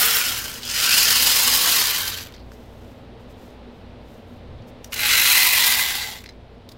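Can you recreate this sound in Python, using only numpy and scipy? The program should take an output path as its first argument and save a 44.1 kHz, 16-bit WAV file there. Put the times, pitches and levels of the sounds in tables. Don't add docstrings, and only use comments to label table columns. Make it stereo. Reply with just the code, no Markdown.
import sys
import numpy as np
from scipy import signal
from scipy.fft import rfft, irfft, next_fast_len
from scipy.io import wavfile
from scipy.ndimage import uniform_filter1d

SR = 44100
rng = np.random.default_rng(int(sys.argv[2]) if len(sys.argv) > 2 else 0)


def linear_from_db(decibels):
    return 10 ** (np.asarray(decibels, float) / 20)


def master(y):
    cut = np.clip(np.atleast_2d(y).T, -1, 1)
    pcm = np.round(cut * 32767)
    wavfile.write(sys.argv[1], SR, pcm.astype(np.int16))


N = 298557
TIME = np.arange(N) / SR
SIZE = next_fast_len(N + SR // 4)
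HZ = np.fft.rfftfreq(SIZE, 1 / SR)
REST = 12


def evened(x):
    return x / np.sqrt(np.mean(abs(x) ** 2) + 1e-20)


def read(points, hz):
    f, value = np.transpose(points)
    return np.interp(np.log(hz + 1), np.log(f + 1), value)


def modes(rows, hz):
    return sum(linear_from_db(db) / (1 + 2j * (hz - f) / width) for f, width, db in rows)


def drift(per_s):
    points = rng.standard_normal(4000)
    return np.interp(TIME * per_s, np.arange(len(points)), points) / np.sqrt(2 / 3)


def follow(x, lag_s):
    keep = np.exp(-1 / (lag_s * SR))
    return signal.lfilter([1 - keep], [1, -keep], x)


def pair(a, b, same, turn):
    same = np.clip(same, -1, 1)
    return np.array([a, same * turn * a + np.sqrt(1 - same ** 2) * b])


def burst_at(t):
    return np.searchsorted([.625, 3.5], t)


def shaft():
    # pull t/s, release t/s, spin-up and coast-down [turns/s2], full speed [turns/s]
    pulls = [
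        (-1, .15, 430, 433, 230),
        (0.632, 1.751, 430, 419, 246.4),
        (4.921, 5.673, 420, 422, 247.5),
    ]
    kick, knee = 33, 9
    speed = np.full(N, float(REST))
    for pull, release, up, down, full in pulls:
        spin_up = kick + up * (TIME - pull)
        coast_down = full - down * (TIME - release)
        limits = np.array([spin_up, full + 0 * TIME, coast_down])
        lowest = -knee * np.logaddexp.reduce(-limits / knee)
        speed = np.maximum(speed, lowest * (TIME > pull))
    return speed


def torque(speed):
    return np.clip(np.gradient(speed) * SR / 450, -1, 1)


def levels(speed):
    # rattle level/dB at full speed, sizzle and drone re it/dB, left-right/dB
    held = [
        (-17, -1.5, -20, -4.5),
        (-17.5, -1.5, -18.5, -5.5),
        (-17.5, -.5, -19, -5),
    ]
    # t/s, level/dB, sizzle/dB, drone/dB
    course = [(0, .1, 2.3, -0.2), (.2, -0.4, 1, .1), (.4, -2, 0, -1), (.6, 0.7, 1, .1), (.645, 5, -4, -3),
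              (.69, 0, -1, -5), (.75, -1, -1, -4), (.8, .1, -0.2, -1), (1.05, 0.3, 1, .1),
              (1.35, -0.14, -1, .1), (1.7, 0, -.5, 3), (2.0, 0.5, -.5, 1.5), (2.2, .1, -0.3, 1.4),
              (2.27, -2.5, 0.1, 4), (4.95, -1, 1, -1), (5.15, .5, 1.5, -2), (5.4, -.5, 2.5, .1),
              (5.65, 0.05, -1, .1), (5.85, -.5, -0.5, .1), (6.05, -.5, -3.5, .1), (6.14, -2.5, 0.5, 3),
              (6.2, -3, 1.5, 1)]
    tension = follow(torque(speed), .085)
    pull, coast = np.maximum(tension, 0), np.maximum(-tension, 0)
    decades = np.log10(speed / 250)
    pull_db = 13.0 * pull * (1 - speed / 282)
    stall_db = 11 * np.minimum(np.log10(speed / 41), 0)
    rattle_db, sizzle_db, drone_db, pan_db = np.transpose(held)[:, burst_at(TIME)]
    s, extra_rattle_db, extra_sizzle_db, extra_drone_db = np.transpose(course)
    rattle_db = rattle_db + np.interp(TIME, s, extra_rattle_db) + 21 * decades + pull_db - 2.5 * coast + stall_db
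    sizzle_db = sizzle_db + np.interp(TIME, s, extra_sizzle_db) + 7 * decades - 3.0 * pull
    drone_db = drone_db + np.interp(TIME, s, extra_drone_db) - 2 * decades - 3.5 * pull
    return rattle_db, sizzle_db, drone_db, pan_db


def links(speed, taps_per_turn=7.0, spread_db=2.0, scrape_s=.0012, slide=.8, clatter_db=1.0, slack_db=.4):
    chance = rng.random(N) < taps_per_turn * speed / SR
    strength = linear_from_db(2 * spread_db * np.minimum(rng.exponential(1, N), 5))
    energy = chance * strength / (speed / 250 + 0.0095)
    scrapes = follow(energy / energy.mean(), scrape_s)
    slack = clatter_db + slack_db * np.clip(1 - speed / 250, 0, 1)
    force = np.sqrt(scrapes + slide ** 2) * linear_from_db(slack * (drift(90.) + .2 * drift(25.)))
    return evened(force * rng.standard_normal((2, N)))


def saw_faces(hz, ring_db=-7.5, broad_db=0.5, bar_db=-5.5):
    # f/Hz, level/dB (flat above the last point but one)
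    colours = [
        [(290, -45.5), (500, -20), (1100, -8.5), (1470, 0), (8000, -6), (12100, -3), (15500, -8)],
        [(290, -49), (500, -16), (1090, -5), (1490, -1), (1930, -5), (2970, -3.5), (15500, -12)],
        [(290, -49), (500, -22), (1330, -8.5), (1450, -2.5), (1770, -5), (4770, -7), (15500, -14.5)],
        [(290, -42), (500, -12), (594, -24.5), (758, -7.5), (4910, -4.5), (5830, -4.5), (15500, -9)],
        [(290, -48), (500, -21), (1560, -2), (1700, -1.5), (3900, -1), (8480, -11.5), (15500, -7)],
        [(290, -57), (560, -29), (1310, -9), (1430, -6.5), (1820, -8), (2010, -5.5), (15500, -15)],
        [(290, -53), (500, -23), (968, -4.5), (1530, -14.5), (1990, -1.5), (2200, -6), (15500, -11)],
        [(290, -52), (500, -23), (839, 4.5), (1490, -14), (2010, -2.5), (2260, -7.5), (15500, -20)],
    ]
    # f/Hz, width/Hz, level/dB
    first_rings = [
        [(1410, 61, 0), (3120, 350, -2.5), (5260, 69, 3), (7200, 44, -3), (8960, 240, -9.5), (12400, 210, -2.5),
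         (13600, 61, -6)],
        [(1550, 56, -0.5), (3040, 240, 0.5), (5970, 56, -3), (8900, 190, -14.5), (12720, 100, -0.5)],
    ]
    second_rings = [
        [(3000, 300, -1), (4270, 260, -5), (4860, 49, 2), (5520, 370, -9), (7160, 53, -8.5), (9150, 130, -5),
         (11420, 90, 3), (14100, 140, -5.5), (14900, 50, -3)],
        [(1120, 60, 0), (2060, 94, -2), (2960, 280, -0.5), (4080, 250, 2), (4970, 140, 2), (6370, 250, -14.5),
         (11800, 1020, -2.5), (14700, 84, -1)],
        [(1130, 70, -4), (3100, 110, -5.5), (4660, 130, -2), (5960, 58, -5), (7300, 50, -7), (12200, 140, 1),
         (14200, 110, -5)],
    ]
    third_rings = [
        [(1457, 20, -11.5), (2050, 33, 1), (2630, 350, 5), (4050, 110, 3), (9250, 140, -5.5), (11600, 400, 4.5),
         (13800, 180, -9)],
        [(2010, 130, -22.5), (2520, 96, -1.5), (2990, 260, -5), (4060, 120, 3), (9300, 60, -1), (11900, 140, 3),
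         (14100, 43, -7)],
        [(2060, 5, -3), (3840, 1700, 6), (7080, 160, -2), (9800, 83, -14), (11600, 61, -2), (14300, 114, -14)],
    ]
    # f/Hz, width/Hz, level/dB
    first_bar = [
        [(1490, 61, 0.5), (3120, 280, -0.5), (4290, 240, -3), (5220, 40, -2), (5300, 69, -1)],
        [(1500, 68, 0), (2920, 290, -1.5), (4130, 36, -1.5), (4300, 88, -3), (5000, 220, 2)],
    ]
    second_bar = [
        [(1500, 110, -9), (2020, 94, -4.5), (2860, 190, -2), (4300, 47, -0.5), (4930, 280, -2)],
        [(2070, 78, -5.5), (3120, 180, -5.5), (4030, 48, -3.5), (4440, 36, -7), (4970, 120, -1)],
        [(1580, 95, -3.5), (3150, 120, -1.5), (4020, 25, 0), (4400, 56, -1), (4730, 31, -2.5)],
    ]
    third_bar = [
        [(1430, 54, -6), (1650, 79, -4.5), (2040, 71, 1), (2900, 53, 0), (3960, 96, 1), (5120, 37, -7)],
        [(2010, 100, -5), (2430, 77, 1.5), (2780, 51, -2), (4100, 100, -2), (5090, 56, -3), (5450, 35, -6.5)],
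        [(1640, 44, -4), (2050, 84, -5), (3680, 220, -7), (4610, 138, -4), (5440, 130, -20)],
    ]
    casing_rings = first_rings + second_rings + third_rings
    bar_rings = first_bar + second_bar + third_bar
    faces = []
    for colour, casing, bar in zip(colours, casing_rings, bar_rings):
        damped = [(f, width + 60 + f / 25, db) for f, width, db in casing]
        broad = linear_from_db(read(colour[:-1], hz) + broad_db)
        faces.append(broad + linear_from_db(ring_db) * modes(damped, hz) + linear_from_db(bar_db) * modes(bar, hz))
    return np.array(faces)


def chain(drive, speed, patchy_db=2.0, apart_hz=6000, creep_s=.05):
    poses = [.12, .45, .95, 1.45, 2.0, 5.15, 5.5, 5.95]
    # f/Hz, level/dB
    facing = [
        [(270, 2.5), (450, 3.5), (740, -13.5), (1220, -2.5), (2010, -5), (3330, -5.5), (9080, -3), (15000, -6)],
        [(270, -3.5), (450, 4.5), (740, -6.5), (1220, -6), (2010, -3.5), (3330, -7.5), (7000, -2.5),
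         (15000, -8.5)],
        [(270, 1), (740, -10), (1220, -3), (2010, -3.5), (3330, -7.5), (5500, -1.5), (9080, -1.5), (15000, -9)],
    ]
    # likeness [0-1], phase turn [rad], left lead [ms]
    ports = [
        (0.96, -2.05, -0.018),
        (0.67, -2.13, -0.074),
        (0.68, 0.79, 0.041),
    ]
    rattle_db, sizzle_db, drone_db, pan_db = levels(speed)
    running = np.maximum(speed > REST, follow(speed > REST, creep_s))
    hz, t, (a, b) = signal.stft(drive * running * linear_from_db(rattle_db), SR, nperseg=1024, noverlap=768)

    faces = saw_faces(hz)
    turned = np.interp(t, poses, np.arange(len(poses)))
    first = np.minimum(turned.astype(int), len(poses) - 2)
    body = faces[first].T * (1 - turned + first) + faces[first + 1].T * (turned - first)
    low = 1 / (1 + (hz / 1250) ** 8)
    high = 1 / (1 + (7750 / (hz + 1)) ** 12)
    shaped = 0
    for db, band in ((0 * TIME, 1 - low - high), (sizzle_db, high), (drone_db, low)):
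        part = body * band[:, None]
        part_rms = np.sqrt(np.mean(abs(part) ** 2, 0))
        shaped = shaped + part / part_rms * linear_from_db(np.interp(t, TIME, db))

    burst = burst_at(t)
    same, turn, lead_ms = np.transpose(ports)[:, burst]
    phase = np.outer(np.clip(hz / 1500, 0, 1), turn) + 2 * np.pi * np.outer(hz, lead_ms) / 1000
    likeness = np.outer(1 / (1 + (hz / apart_hz) ** 2), same)
    facing_db = np.array([read(f, hz) - read(f, 4000.) for f in facing])[burst].T + np.interp(t, TIME, pan_db)
    patches = rng.standard_normal((len(t), len(hz), 2)).T
    patches = evened(uniform_filter1d(uniform_filter1d(patches, 5, 1), 8, 2))
    gain_db = np.array([.5 * facing_db, -.5 * facing_db]) + patchy_db * patches + 1.5
    z = pair(a, b, likeness, np.exp(-1j * phase)) * shaped * linear_from_db(gain_db)
    return signal.istft(z, SR, nperseg=1024, noverlap=768)[1][:, :N]


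def flicker(x, flicker_db=1.6, above_hz=7000):
    sizzle = signal.sosfilt(signal.butter(2, above_hz, "high", fs=SR, output="sos"), x)
    return x + sizzle * (linear_from_db(flicker_db * drift(130.)) - 1)


def singing(drive, speed, left_db=-4.0, edge_s=.04):
    # from t/s, to t/s, f/Hz, width/Hz, level re rattle/dB
    parts = [(-.1, .3, 1480, 90, -17), (-.1, .19, 461, 14, -28), (1.55, 1.8, 1130, 90, -24),
             (1.28, 1.5, 4990, 200, -16), (2.27, 2.39, 1900, 1600, -2), (2.33, 2.425, 4500, 1000, -2),
             (5.1, 5.6, 2000, 200, -17), (5.6, 6.18, 2000, 200, -12.5), (5.05, 5.27, 3900, 90, -21),
             (5.27, 5.6, 4125, 50, -21), (5.65, 6.05, 1615, 60, -18), (5.3, 5.75, 990, 90, -26),
             (6.05, 6.2, 830, 150, -16)]
    taps, out = rfft(drive[0], SIZE), 0
    for start, end, hz, width, db in parts:
        shown = np.clip(np.minimum(TIME - start, end - TIME) / edge_s + .5, 0, 1)
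        ring = irfft(taps * modes([(hz, width, 0)], HZ) ** 2, SIZE)[:N]
        out = out + evened(ring) * shown * linear_from_db(db)
    return out * linear_from_db(levels(speed)[0] + np.array([[.5], [-.5]]) * left_db)


def whine(speed, waver=.002, flutter_db=4.0, swell=6, pull_db=4.0, coast_db=-16.0):
    # multiple of shaft speed, level/dB at full speed in each of the three bursts
    orders = [(1, -48, -45.5, -56), (2, -39, -47, -56), (4, -52, -50, -50), (8, -46, -44, -44),
              (12, -48, -47, -51), (16, -46, -38, -45), (20, -46, -41, -46), (26, -52, -49, -54)]
    housing = [(2620, 600, 3.2), (4400, 900, 2.2)]  # f/Hz, width/Hz, level/dB
    turns = np.cumsum(speed * (1 + waver * drift(40.))) / SR
    burst = burst_at(TIME)
    load = uniform_filter1d(torque(speed), 2000)
    pull, coast = np.maximum(load, 0), -np.minimum(load, 0)
    tones = 0
    for k, *db in orders:
        through = (speed / 250) ** swell + pull * abs(modes(housing, k * speed)) ** 4
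        flutter = flutter_db * min(k / 8 + .2, 1) * drift(30.)
        tones = tones + through * linear_from_db(np.array(db)[burst] + flutter) * np.sin(2 * np.pi * k * turns)
    tones = np.sqrt(2) * tones * linear_from_db(pull_db * pull + coast_db * coast)
    return np.array([.75 * np.roll(tones, 6), 1.3 * tones])


def walls(x):
    # f/Hz, t60/s
    decay = [(250, .3), (1500, .2), (5000, .12), (14000, .08)]
    taps = np.zeros((2, SR // 2))
    slots = np.arange(200, SR // 2 - 20, 20)
    at = slots + rng.integers(0, 20, (2, len(slots)))
    np.put_along_axis(taps, at, rng.choice([-1., 1.], at.shape), 1)
    hz, t, z = signal.stft(taps, SR, nperseg=256)
    tail = signal.istft(z * linear_from_db(-60 * t / read(decay, hz)[:, None]), SR, nperseg=256)[1]
    return signal.fftconvolve(x, tail / np.linalg.norm(tail[0]), axes=1)[:, :N]


def lorries_db():
    # t/s, extra level/dB
    passes = [(.4, 5), (1.2, 3), (1.5, 3), (2.12, 5.5), (3.35, 1.5), (3.95, 3), (4.55, 9.5), (5.05, 4.5),
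              (5.88, 2)]
    return sum(db * np.exp(-((TIME - s) / 0.13) ** 2) for s, db in passes)


def room_tone(split_hz=160):
    # t/s, level/dB
    traffic = [(0, 1), (1.5, -2.5), (2.3, -1), (3.3, 1), (4.3, 0), (4.8, 1), (5.5, -5.5), (6.4, -2),
               (6.77, -1.5)]
    # f/Hz, level/dB
    rumble = [(24, -1), (33, -6), (42, -10), (54, 0), (98, -1.5), (141, -8), (240, -5), (280, -9),
              (555, -8.5), (594, -12.5), (1200, -27), (1560, -57), (2640, -120)]
    # f/Hz, likeness [-1 to 1]
    alike = [(25, 0.88), (60, 0.96), (180, 0.83), (550, -0.013), (1650, -0.4), (4970, 0.28), (15000, -0.02)]
    # f/Hz, width/Hz, level over the rumble/dB
    hums = [(57, 1.8, 12), (92.5, 3.1, 8), (119, 4.1, 7), (243.8, 4.8, 5.5), (450, 20, -1.5)]
    # f/Hz, level/dB
    hiss_colour = [(350, -31.5), (600, -9.5), (953, -11.5), (1150, -16.5), (1300, -12.5), (3820, -19.5),
                   (6670, -38.5), (15500, -49)]
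    traffic_db = np.interp(TIME, *np.transpose(traffic))
    a, b = rfft(rng.standard_normal((2, N)), SIZE)
    z = pair(a, b, read(alike, HZ), 1)
    far = linear_from_db(read(rumble, HZ)) * abs(1 + modes(hums, HZ))
    low = 1 / (1 + (HZ / split_hz) ** 6)
    bands = (far * low, far * (1 - low), linear_from_db(read(hiss_colour, HZ)))
    bass, drone, hiss = (evened(irfft(z * band, SIZE)[:, :N]) for band in bands)
    return bass * linear_from_db(-47 + lorries_db()) + drone * linear_from_db(-45 + traffic_db) + hiss * linear_from_db(-50.5 + 1.1 * traffic_db)


def fans(waver_db=2.0, swell_below_hz=80):
    # f/Hz, level/dB
    pitches = [(57.5, -61), (118, -60), (242.5, -59)]
    lorry_db, out = lorries_db(), 0
    for hz, db in pitches:
        level = linear_from_db(db + waver_db * drift(5.) + 1.5 * lorry_db * (hz < swell_below_hz))
        out = out + np.sqrt(2) * level * np.sin(2 * np.pi * np.cumsum(hz + .5 * drift(3.)) / SR)
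    return out


def clicks(treble_hz=6500, scrape_ms=1.7, overtone=1.2):
    # t/s, peak level/dB, ring f/Hz, knock re ring/dB
    slaps = [(.2714, -21, 3000, -6), (.3214, -13.5, 2930, -29), (.4774, -24, 5050, -13),
             (.5394, -21, 5560, -18), (.6894, -18.5, 3090, -17), (.7494, -19, 5040, -17),
             (2.0534, -22, 3270, -15), (2.0772, -11, 4470, -32), (4.9303, -12, 2300, -20),
             (4.9405, -16, 6400, -16), (5.9049, -12, 2060, -21), (.168, -9, 3100, -15),
             (.62, -28, 3160, -19.5), (.7128, -19, 5490, -19.5), (5.126, -12.5, 2300, -12),
             (5.156, -11.5, 2100, -2), (5.201, -12, 2100, -5.5), (5.221, -13, 2300, -10),
             (5.248, -15, 2050, -13), (5.7934, -10.5, 2040, -12), (.845, -11, 4800, -5),
             (.915, -9, 2550, -15), (1.3066, -11, 4020, -20), (1.4797, -9, 4980, -20),
             (6.1646, -30, 1990, -15)]
    settles = [(2.346, -40, 4500, -16), (2.338, -35, 3700, -22), (2.352, -43, 3200, -14),
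               (2.362, -40, 4300, -18), (2.379, -42, 2700, -8), (2.3976, -46, 4100, -14),
               (2.412, -51, 4200, -14), (4.62, -51, 4800, -24), (6.2545, -41, 4300, -6),
               (6.2645, -38, 4300, -12), (6.296, -39, 4200, -12), (2.341, -40, 4400, -16),
               (6.259, -26, 4070, -5), (6.276, -41, 4080, -8), (6.2894, -29, 4100, -9),
               (6.305, -43, 4200, -8), (6.322, -49, 4000, -10.5)]
    bright_clicks = [(.6305, -21, 3940, -17.5), (2.517, -35, 4500, 11), (4.8434, -26, 6000, -31),
                     (4.9214, -30, 4730, -22), (6.6893, -32, 3800, -30), (6.7154, -39, 4040, -18),
                     (6.719, -37, 4040, -18), (2.322, -38, 3000, -10), (6.2389, -31.5, 2100, -12)]
    # treble re ring/dB, knock f/Hz, left-right/dB, ring width/Hz, broad tick/dB
    kinds = [
        (-10, 1600, -5.5, 630, -7),
        (-33, 2080, -9.5, 240, -15),
        (-14, 1500, -8, 500, -3),
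    ]
    rows = [(*row, *kind) for table, kind in zip((slaps, settles, bright_clicks), kinds) for row in table]
    out, t = np.zeros((2, N + 2048)), np.arange(2048) / SR
    hz = np.fft.rfftfreq(2048, 1 / SR)
    noise = rng.standard_normal((len(rows), 2, 2048))
    stroke = 1000 * t / scrape_ms * np.exp(-1000 * t / scrape_ms)
    delay = np.exp(-2j * np.pi * hz * scrape_ms / 1000)
    broad = 1 / (1 + (2000 / (hz + 1)) ** 4)
    dull = 1 / (1 + (hz / 6800) ** 8)
    for z, row in zip(noise, rows):
        s, peak_db, ring_hz, knock_db, treble_db, knock_hz, pan_db, width_hz, tick_db = row
        treble = linear_from_db(treble_db + 3) / (1 + (treble_hz / (hz + 1)) ** 4)
        casing = modes([(ring_hz, width_hz, 2), (overtone * ring_hz, width_hz, 0)], hz)
        knock = np.linalg.norm(stroke) * modes([(knock_hz, 260, knock_db + 8)], hz) * delay
        scrape = rfft((z + 0.32 * z[::-1]) * stroke)
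        click = irfft(scrape * ((linear_from_db(tick_db) * broad + casing) * dull + treble) + knock)
        at = round(s * SR)
        port_db = peak_db + 0.5 + np.array([[.5], [-.5]]) * pan_db
        out[:, at:at + 2048] += click / abs(click).max() * linear_from_db(port_db)
    return out[:, :N]


def rustle(same=0.19, grain_db=-1.5, fade_db=6.0):
    # middle t/s, half length [s], level/dB (fade_db lower at one half length)
    sleeve = [(2.33, .04, -64), (2.532, .014, -56), (2.41, .06, -71), (2.62, .12, -62), (2.88, .12, -62.5),
              (3.22, 0.027, -65.5), (3.31, 0.018, -59.5), (3.45, .08, -59), (3.78, .05, -68.5),
              (4.132, .07, -61.5), (4.33, .06, -65.5), (4.69, 0.015, -56), (4.862, .02, -53),
              (4.918, .012, -51), (6.533, .03, -77), (6.696, .007, -58.5), (6.72, 0.013, -56),
              (6.76, .03, -73)]
    # f/Hz, level/dB
    cloth = [(2940, -26), (5000, -2), (10700, -11), (12800, -6), (15500, -9.5)]
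    strokes = sum(linear_from_db(db - fade_db * ((TIME - s) / half) ** 2) for s, half, db in sleeve)
    a, b = rfft(rng.standard_normal((2, N)) * linear_from_db(grain_db * drift(200.)), SIZE)
    hiss = irfft(pair(a, b, same, 0.97) * linear_from_db(read(cloth, HZ)), SIZE)[:, :N]
    return evened(hiss) * strokes


def buzz():
    # middle t/s, half length [s], f/Hz, level/dB
    s, half, hz, db = (5.052, .022, 845, -31)
    tone = linear_from_db(db - 6 * ((TIME - s) / half) ** 2) * np.sin(2 * np.pi * hz * TIME)
    return np.array([.4 * tone, 1.3 * tone])


def scene():
    speed = shaft()
    drive = links(speed)
    near = flicker(chain(drive, speed)) + singing(drive, speed) + whine(speed) + clicks() + buzz()
    return near + linear_from_db(-12.5) * walls(near) + rustle() + room_tone() + fans()


def band_limit(x):
    return signal.sosfilt(signal.butter(12, 16890, fs=SR, output="sos"), x)


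def record(dry):
    edge = signal.firwin(401, 15870, window=("kaiser", 9), fs=SR)
    mix = signal.oaconvolve(np.clip(dry, -1, 1), edge[None], "same")
    return band_limit(mix)


dry = scene()
out = record(dry)
master(out)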